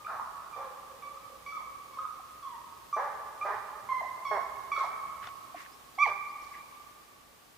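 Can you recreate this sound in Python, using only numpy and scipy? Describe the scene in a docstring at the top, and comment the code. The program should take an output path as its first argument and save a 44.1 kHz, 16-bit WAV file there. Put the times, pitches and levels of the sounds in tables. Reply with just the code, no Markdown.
"""Hounds give tongue some way off in a spruce wood: thin high yelps, many dropping at the end, and hoarse chest barks.
Yelps are near-sines with faint overtones; barks are uneven stacks of partials with puffs of breath noise.
The trunks scatter each call into a long tail, made from decaying noise. Near the microphone twigs snap as ringing
modes, brush rustles as grainy noise and a small bird chirps in gliding sines. Below lie hiss made of noise,
a low hum, the rumble of the hand and its bumps."""
import sys
import numpy as np
from scipy import signal
from scipy.fft import rfft, irfft, next_fast_len
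from scipy.io import wavfile

SR = 44100
rng = np.random.default_rng(int(sys.argv[2]) if len(sys.argv) > 2 else 0)


def digitize_waveform(pressure):
    """Quantize a signal to 16-bit integers and store it at the path in sys.argv[1].

    Rows of a 2-D input are taken as channels; values are limited to [-1, 1].
    """
    field = np.atleast_2d(pressure).T
    bounded = np.clip(field, -1, 1)
    quanta = np.round(bounded * 32767).astype(np.int16)
    wavfile.write(sys.argv[1], SR, quanta)


N = 333837
LEAD = SR // 2   # samples of lead-in: calls just before the start still ring in the wood

# hiss and rumble over time: (time [s], hiss and air level [dB], handling rumble level before wavering [dB])
AIR_LEVELS = [(0, -55.5, -73.5), (3.2, -55.5, -75.5), (4.3, -54.5, -71.5), (5.1, -54, -72.5),
              (5.9, -55.5, -82), (6.6, -55, -74), (7.2, -58, -83), (7.57, -58.5, -70.5)]
# colour of the hiss: (frequency [Hz], relative level [dB])
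HISS_COLOUR = [(11, -43), (18, -14), (54, -7.5), (120, -7), (224, -4.5), (900, -3.5), (1150, -6.5),
               (1410, -6.5), (13600, -18.5), (15900, -16.5)]
# how alike the hiss is left and right: (frequency [Hz], likeness [0-1])
HISS_LIKENESS = [(20, .97), (70, 0.85), (120, 0.17), (500, 0.033), (3000, 0.022), (8000, 0.36),
                 (13000, 0.82)]
# hum bands: (centre [Hz], level midway between the two sides [dB rms], width [Hz])
HUM_BANDS = [(59.8, -76, 5.5), (118, -83, 4.5)]

# bird chirps: (start [s], end [s], first pitch [Hz], last pitch [Hz], level [dB])
BIRD_CHIRPS = [(5.7, 5.705, 5060, 4820, -42.5), (5.715, 5.749, 4800, 5680, -59),
               (5.951, 5.961, 4750, 4810, -51.5), (6.28, 6.32, 4250, 5460, -61.5)]

# rustling brush: (start [s], end [s], level halfway [dB], centre [Hz], breadth [no unit])
BRUSH_RUSTLES = [(4.763, 4.914, -56.5, 3950, 1.9), (5.205, 5.317, -49, 1600, 2.3),
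                 (5.538, 5.693, -51, 1800, 0.71), (5.568, 5.666, -59.5, 5000, 1.9),
                 (6.03, 6.127, -49, 2460, 1.6), (6.511, 6.619, -54, 1960, 0.16),
                 (6.399, 6.62, -65.5, 5000, 1.2)]
RUSTLE_FADE_DB = -8   # from start to end of a rustle

# what a dry twig rings with: (pitch before the snap's factor [Hz], relative level [dB], time to fall 60 dB [s])
TWIG_MODES = [(302, -13, 0.077), (670, -2.5, 0.034), (1267, 0.2, 0.028), (1740, -3, 0.014),
              (3180, 0.5, 0.0097), (5460, -4, .006)]
# twig snaps: (time [s], base level [dB], pitch factor [ratio], loudest region [Hz], reach [octaves])
TWIG_SNAPS = [(2.194, -31.5, 1.15, 785, 0.36), (5.227, -32, 0.95, 1810, 0.58), (5.272, -34, 1.1, 1690, 1.9),
              (5.543, -21.5, 1.06, 680, .4), (5.553, -29, 1.01, 302, .5), (6.42, -37, 1.01, 5550, .4),
              (6.447, -37, .83, 4550, 0.43)]
# the hand bumps the microphone body: (time [s], base level [dB])
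HAND_BUMPS = [(3.55, -52), (5.239, -52), (6.084, -54)]
BUMP_HZ, BUMP_T60_S = 103.5, .18   # pitch, and time to fall 60 dB

# scattering among trunks: (band centre [Hz], early 60 dB fall [s], late 60 dB fall [s], late share [dB])
TRUNK_ECHOES = [(282, 0.045, 2.17, -6.5), (700, 0.19, 2.82, -12.5), (1200, 0.29, 2.82, -5.5),
                (2590, 0.23, 1.265, -3.5), (5000, 0.65, 0.52, -1)]
WOOD_DB, WOOD_BUILD_S = -6, 0.0083   # gain of the echoes, how gradually they build up
# left-right likeness of the echoes at 650 Hz; it fades with time, and with pitch by a power law
WOOD_LIKENESS, WOOD_SPREAD_S, WOOD_LIKENESS_FALL = 0.75, 0.8, 0.51

# chest barks: (start [s], length before the closing tail [s], first pulse rate [Hz], pulse rate it settles to [Hz],
#  base level [dB], roughness [0-1], chest boom [dB], top [dB], extra sent to the trees [dB])
CHEST_BARKS = [ (-.4, 0.054, 266.6, 268, -51.5, 0.25, 5, 3, 9.5),
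               (.078, 0.067, 204.2, 208, -44.5, 0.54, -7.5, -1, 8.5),
               (.558, 0.065, 276.9, 280.8, -45, 0.42, 5, -5.5, 7.5),
               (2.962, 0.085, 205.2, 293.2, -32, 0.16, 1, -3.4, 1.9),
               (3.447, 0.089, 205.2, 214.6, -34.5, .31, 2, 2.4, 1.5),
               (4.308, 0.061, 213.1, 201.8, -30.5, .27, 7, 0, -3.5),
               (4.775, 0.046, 308.3, 329.6, -47.5, 0.36, 10.5, 8.7, 3),
               (6.072, 0.043, 216, 195, -39.5, 0.43, 7, 4, -7), ]
# colour the throat gives a bark: (frequency [Hz], gain [dB])
THROAT_COLOUR = [(250, -37.5), (400, -8.5), (600, 2), (850, 5), (1100, 3.5), (1400, -6.5), (1700, -3),
                 (2100, -11.5), (2600, -29.5), (4000, -33.5), (7000, -41)]
BARK_DIRECT_DB = -4   # barks are thrown away from the microphone, so more of them comes by way of the trees
RATE_SETTLE_S = .035   # the pulse rate moves early, then settles
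BURST_DB, BURST_S, BARK_FADE_DB_PER_S = 10.5, 0.0059, -75   # a bark bursts out, then fades

# yelps, each onset - crest - end of the held note, then perhaps a drop:
# (start [s], crest after start [s], held [s], onset pitch [Hz], crest pitch [Hz], end pitch [Hz], drop [octaves],
#  onset level [dB], crest level [dB], end level [dB], level at the foot of the drop [dB],
#  octave partial at onset [dB], octave partial at end [dB], overtone base level [dB], extra sent to the trees [dB])
HIGH_YELPS = [ (-.4, .04, .07, 1200, 1248, 1200, 0.42, -57, -51, -42, -47, -12, -20, -36, 10),
              (.045, .013, 0.025, 1183, 1200, 1273, 0.0038, -42.5, -49.5, -33, -32, 1.5, -34, -34, 6),
              (.11, 0.049, 0.086, 1166, 1140, 1114, 0.055, -51, -45.5, -45, -28, -32, -39, -42, 7),
              (.527, 0.03, 0.076, 1207, 1171, 1114, 0, -46.5, -47, -56, -54, -11.5, -22, -28, 8),
              (.57, 0.053, .16, 561, 543.5, 507, 0, -54, -48, -59.5, -60, -16, -6, -32, 5.5),
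              (.9, 0.21, 0.71, 527, 539.7, 522, 0, -62.5, -62, -76, -68, -10, -14, -28, 8.5),
              (1.02, 0.031, 0.072, 1138, 1144, 1194, 0.23, -46, -54.5, -52, -62, -9.5, -28, -28, 10.5),
              (1.165, 0.017, 0.039, 1240, 1250, 1280, 0.16, -48, -55.5, -64, -68, -23, -22, -23, 2.5),
              (1.46, 0.0796, .137, 1136, 1145, 1062, 0.62, -44, -49.5, -45.5, -58, -3, -14.5, -24.5, 6.5),
              (1.52, 0.037, 0.057, 1269, 1272, 1179, 0.047, -41.5, -46.5, -36.5, -35, -33, -32, -35, 2),
              (1.93, .03, 0.098, 1137, 1088, 1103, 0, -46, -50, -58, -46, -18, -17, -21.5, 5.5),
              (1.97, .035, 0.066, 537.5, 532.5, 532, 0, -55, -60, -58, -66, 15, -13, -7, 4),
              (1.985, 0.031, .065, 1242, 1277, 1239, 0.11, -29.5, -59.5, -43, -31, -34, -33, -32, 3),
              (2.425, 0.054, 0.13, 1181, 1011, 929, 0.045, -39, -56, -46, -63, -31, -10, -22, 7),
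              (2.926, 0.02, .07, 1179, 1173, 1176, 0.17, -30.5, -30, -58.5, -54, -33, 5, -30, 0.7),
              (3.41, 0.0162, 0.042, 1165, 1193, 1260, 0, -38, -34.5, -38, -22, -3.5, -26, -33, 3),
              (3.887, 0.049, .115, 1091, 1018, 1039, 0.65, -32.5, -41.5, -38, -39, -12, -10.5, -36, 8.5),
              (4.248, 0.031, .113, 1136, 1107, 1062, 0.7, -34.5, -32.5, -41, -27.5, -15.5, -7.5, -28, 3.5),
              (4.715, 0.033, .113, 1174, 1116, 1064, 0.66, -30.5, -35.5, -36, -37, -7.5, -12, -26.5, 4.5),
              (4.762, 0.02, 0.04, 1245, 1298, 1237, 0.48, -26, -51.5, -49, -43, -29, -27, -34, 5),
              (5.976, 0.0094, 0.01, 758, 784, 796, 0.05, -49, -36, -38, -45, -37, -33, -28, 2.5),
              (5.984, .046, .07, 1065, 1200, 1075, .58, -33.5, -21, -30, -30, -2, -0.9, -25.5, -3.5), ]
DROP_OCTAVES_PER_S, DROP_EASE = 33.84, 1.092   # average speed of the final drop, how gently it sets in
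DROP_WAVER = 0.041   # extra pitch waver, as a share of the pitch, at the foot of the drop
SCOOP, SWELL = 0.61, 1.24   # bend of the way to the crest: pitch slides early, level swells late
OVERTONE_FALL_DB, FALL_FOLLOWS = 6, 0.24   # fall per partial at base level -24 dB; a higher base falls faster
OVERTONE_FADE_DB_PER_S = -56   # the upper partials are brightest at the onset
EVEN_FOLLOWS = 0.21   # how much the even partials follow the octave
RING_HZ, RING_WIDTH_HZ, RING_DB = 5700, 440, 7.5   # a high resonance of the mouth

# the microphone swings about: (time [s], left minus right [dB])
MIC_BEARING = [(0, -2), (1.2, -4), (3.4, -2.5), (3.8, -4.5), (5, -4), (6.1, -5), (6.35, -1), (7.57, -3)]
CUTOFF_HZ = 16050   # nearly nothing is left above this


def amp(db):
    """Turn decibels into gain."""
    return 10 ** (np.asarray(db) / 20)


def rms_one(x):
    """Scale to an average strength (rms) of 1."""
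    return x / np.sqrt(np.mean(x ** 2) + 1e-20)


def at_hz(points, hz, column=1):
    """Read a table between its points, along a log-frequency axis."""
    points = np.array(points)
    return np.interp(np.log(np.maximum(hz, 1)), np.log(points[:, 0]), points[:, column])


def span(t0, t1, fade_s):
    """Give one event's sample places (counted from the lead-in), times and soft-edged gate."""
    t = np.arange(int(t0 * SR), int(t1 * SR)) / SR
    places = np.arange(len(t)) + int(t0 * SR) + LEAD
    gate = np.clip(np.minimum(t - t0, t1 - t) / fade_s, 0, 1) ** 2
    return places, t, gate


def wobble(size, rate_hz):
    """Make smooth random wandering of rms 1 by low-passing noise twice."""
    r = np.exp(-2 * np.pi * rate_hz / SR)
    noise = rng.standard_normal(size + 2000)
    return rms_one(signal.lfilter([1], [1, -2 * r, r * r], noise)[2000:])


def shaped(x, gain):
    """Filter by a gain given as a function of Hz."""
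    size = next_fast_len(x.shape[-1])
    spectrum = rfft(x, size) * gain(np.fft.rfftfreq(size, 1 / SR))
    return irfft(spectrum, size)[..., :x.shape[-1]]


def floor():
    """Hiss and far air that swell a little, rumble of the hand on the body, narrow wavering hum bands."""
    s, air_db, rumble_db = np.transpose(AIR_LEVELS)
    t = np.arange(N) / SR
    mid, side, grip = rng.standard_normal((3, N))

    def likeness(f):
        return np.clip(at_hz(HISS_LIKENESS, f), 0, 1)

    mid = shaped(mid, lambda f: amp(at_hz(HISS_COLOUR, f)) * np.sqrt(1 + likeness(f)))
    side = shaped(side, lambda f: amp(at_hz(HISS_COLOUR, f)) * np.sqrt(1 - likeness(f)))
    out = amp(np.interp(t, s, air_db)) * rms_one(mid + side * [[1], [-1]])

    grip = shaped(grip, lambda f: np.exp(-np.log((f + 1) / 100) ** 2 / 0.67))
    out = out + amp(np.interp(t, s, rumble_db) + 3.7 * wobble(N, 6.3)) * rms_one(grip)

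    for hz, level_db, width_hz in HUM_BANDS:
        band = shaped(rng.standard_normal(N), lambda f: np.exp(-((f - hz) / width_hz) ** 2))
        out = out + amp(level_db) * rms_one(band) * amp([[-.7], [.7]])   # a little louder on the right
    return out


def bird():
    """A small bird's short whistles: sines whose pitch glides slowly at first, then faster."""
    out = np.zeros(LEAD + N)
    for t0, t1, first_hz, last_hz, level_db in BIRD_CHIRPS:
        places, t, gate = span(t0, t1, 0.005)
        hz = first_hz + (last_hz - first_hz) * np.linspace(0, 1, len(t)) ** 1.56
        out[places] += gate * amp(level_db) * np.sin(2 * np.pi * np.cumsum(hz) / SR)
    return out


def rustles():
    """Dense uneven leaf grains: flickering noise in a broad hump of pitch, partly unlike left and right."""
    out = np.zeros((2, LEAD + N))
    for t0, t1, level_db, hz, breadth in BRUSH_RUSTLES:
        places, t, gate = span(t0, t1, 0.031)
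        grains = rng.standard_normal((3, len(t))) * amp(2.7 * wobble(len(t), 170))
        grains = grains[0] + 3.1 * grains[1:]   # one shared part, one part for each side
        hump = shaped(grains, lambda f: 1 / (1 + (f / hz - hz / (f + 1)) ** 2 / breadth) ** 1.34)
        fade_db = RUSTLE_FADE_DB * np.linspace(-.5, .5, len(t))
        out[:, places] += gate * amp(level_db + fade_db) * rms_one(hump)
    return out


def ring(s, peak_db, hz, t60, attack_cycles):
    """One mode struck at s: sample places and the dying sine."""
    places, t, gate = span(s, s + 0.52, attack_cycles / hz)
    return places, gate * amp(peak_db - 60 * (t - s) / t60) * np.sin(2 * np.pi * hz * (t - s))


def knocks():
    """Each snap rings the twig's modes, those near its loudest region most; each bump rings the body's low mode."""
    out = np.zeros(LEAD + N)
    for s, peak_db, factor, region_hz, reach in TWIG_SNAPS:
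        for mode_hz, mode_db, t60 in TWIG_MODES:
            hz = mode_hz * factor
            # soft contacts ring a narrow region and start more gently
            away_db = -6 * (np.log2(hz / region_hz) / reach) ** 2
            places, x = ring(s, peak_db + mode_db + away_db, hz, t60, 1.5 / reach)
            out[places] += x
    for s, peak_db in HAND_BUMPS:
        places, x = ring(s, peak_db, BUMP_HZ, BUMP_T60_S, 1.2)
        out[places] += x
    return out


def wood(spots):
    """Echoes off countless trunks: noise in bands that builds up, dies fast, then slowly; each spot has its own."""
    t = np.arange(2 * SR) / SR
    mid, side = rng.standard_normal((2, len(spots), len(t)))
    centres, reply = np.array(TRUNK_ECHOES)[:, 0], 0
    for k, (hz, early_s, late_s, late_db) in enumerate(TRUNK_ECHOES):
        alike = np.clip(WOOD_LIKENESS * (hz / 650) ** -WOOD_LIKENESS_FALL, 0, 1) * np.exp(-t / WOOD_SPREAD_S)
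        pair = np.sqrt(1 + alike) * mid + np.sqrt(1 - alike) * side * [[[1]], [[-1]]]
        only_this_band = np.c_[centres, np.arange(len(TRUNK_ECHOES)) == k]
        band = shaped(pair, lambda f: at_hz(only_this_band, f))
        reply = reply + band * (amp(-60 * t / early_s) + amp(late_db - 60 * t / late_s))
    reply = reply * (1 - np.exp(-t / WOOD_BUILD_S)) * np.sqrt(20 / SR)
    echoes = signal.fftconvolve(spots[None], reply, axes=2)[..., :LEAD + N]
    return amp(WOOD_DB) * echoes.sum(axis=1)


def barks():
    """Slack folds beat unevenly: wavering partials, breath noise puffing with each beat, coloured by the throat."""
    direct, spots = np.zeros(LEAD + N), np.zeros((3, LEAD + N))
    for n, bark in enumerate(CHEST_BARKS):
        t0, length_s, first_hz, last_hz, level_db, rough, boom_db, top_db, scattered_db = bark
        places, t, gate = span(t0, t0 + length_s + 0.022, 0.0061)
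        size = len(t)
        rough = np.clip(rough, 0, 1)

        rate_hz = last_hz + (first_hz - last_hz) * np.exp(-((t - t0) / RATE_SETTLE_S) ** 2)
        turns = np.cumsum(rate_hz * (1 + 0.1228 * rough * wobble(size, 57.8))) / SR
        stack = np.zeros(size)
        for k in range(1, 30):
            flicker = amp(8.3 * rough * wobble(size, 82))
            stack += flicker * np.sin(2 * np.pi * (k * turns + rng.random()))
        puffs = np.exp(-2.5 * (turns % 1)) * rng.standard_normal(size)
        source = np.sqrt(1 - rough ** 2) * rms_one(stack) + 2 * rough * rms_one(puffs)

        voiced = rms_one(shaped(source, lambda f: amp(at_hz(THROAT_COLOUR, f))))
        voiced += (amp(boom_db) - 1) * shaped(voiced, lambda f: 1 / (1 + (f / 540) ** 8))
        top = shaped(voiced, lambda f: 1 - 1 / (1 + (f / 1250) ** 6))
        jaws_open = 1 - np.exp(-(t - t0) / 0.0096)   # the top comes as the jaws open
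        voiced -= (1 - amp(top_db) * jaws_open) * top

        burst_db = BURST_DB * np.exp(-(t - t0) / BURST_S)
        fade_db = BARK_FADE_DB_PER_S * (t - t0 - length_s / 2)
        call = gate * amp(level_db + burst_db + fade_db) * voiced
        direct[places] += amp(BARK_DIRECT_DB) * call
        spots[n % 3, places] += amp(scattered_db) * call   # calls take turns among three spots
    return direct, spots


def yelps():
    """Taut folds swing almost as a sine; faint breathy overtones flicker. Gives direct sound and three tree feeds."""
    direct, spots = np.zeros(LEAD + N), np.zeros((3, LEAD + N))
    for n, yelp in enumerate(HIGH_YELPS):
        t0, crest_s, held_s, *hz, octaves, onset_db, crest_db, end_db, foot_db = yelp[:11]
        first_octave_db, last_octave_db, third_db, scattered_db = yelp[11:]
        drop_s = max(octaves, 0) / DROP_OCTAVES_PER_S
        places, t, gate = span(t0, t0 + held_s + drop_s + 0.004, 0.0036)
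        size = len(t)

        # times of onset, crest and end of the held note, then how far the drop has come (0-1)
        s = t0 + np.array([0, min(crest_s, held_s), held_s])
        dropped = np.clip((t - s[-1]) / (drop_s + 1e-9), 0, 1) * (octaves > 0)
        to_crest = (t - t[0]) / (s[1] - t0)
        slide = np.where(t < s[1], t0 + (s[1] - t0) * to_crest ** SCOOP, t)
        swell = np.where(t < s[1], t0 + (s[1] - t0) * to_crest ** SWELL, t)

        drop = np.sin(np.pi / 2 * dropped ** DROP_EASE) ** 2
        pitch = np.interp(slide, s, hz) * 2 ** (-octaves * drop)
        waver = (0.006 + DROP_WAVER * dropped) * wobble(size, 45.5)
        phase = 2 * np.pi * np.cumsum(pitch * (1 + waver)) / SR
        level_db = np.interp(swell, s, [onset_db, crest_db, end_db]) + (foot_db - end_db) * dropped
        octave_db = np.interp(t, s[::2], [first_octave_db, last_octave_db])
        closing_db = -110 * np.clip(.86 - pitch / max(hz), 0, 1)   # the mouth shuts as the pitch drops
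        gate = gate * amp(9.1 * held_s * wobble(size, 25.0))   # long notes waver more

        tone = np.sin(phase) - amp(octave_db + closing_db) * np.cos(2 * phase)   # crests sharper than troughs
        fall_db = max(OVERTONE_FALL_DB + FALL_FOLLOWS * (third_db + 24), 0)
        fade_db = OVERTONE_FADE_DB_PER_S * (t - t0 - 0.025)
        for k in range(3, 8):
            partial_db = third_db - (k - 2.5) * fall_db + closing_db + fade_db
            if k % 2 == 0:
                partial_db = partial_db + EVEN_FOLLOWS * (octave_db + 15)
            partial_db = partial_db + RING_DB * np.exp(-((k * pitch - RING_HZ) / RING_WIDTH_HZ) ** 2)
            flicker_db = 4.8 * wobble(size, 44)
            breathy_phase = k * phase + 0.32 * wobble(size, 140)
            tone += amp(partial_db + flicker_db) * np.sin(breathy_phase)

        call = np.sqrt(2) * gate * amp(level_db) * tone
        direct[places] += call
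        spots[n % 3, places] += amp(scattered_db) * call   # calls take turns among three spots
    return direct, spots


def scene():
    """Hounds to the right, direct and scattered; small sounds close by; the floor below."""
    s, left_db = np.transpose(MIC_BEARING)
    pan = amp(np.interp(np.arange(N) / SR, s, left_db) / 2 * [[1], [-1]])
    high, high_spots = yelps()
    low, low_spots = barks()
    calls = high + low
    direct = np.array([np.roll(calls, 1), calls])   # the far (left) ear hears it a sample late
    hounds = direct + wood(high_spots + low_spots)
    close_by = knocks() + rustles() + bird()
    return pan * hounds[:, LEAD:] + close_by[:, LEAD:] + floor()


def record(dry):
    """Cut the top steeply with a low-pass filter."""
    return signal.sosfilt(signal.cheby2(20, 80, CUTOFF_HZ, fs=SR, output="sos"), dry)


dry = scene()
out = record(dry)
digitize_waveform(out)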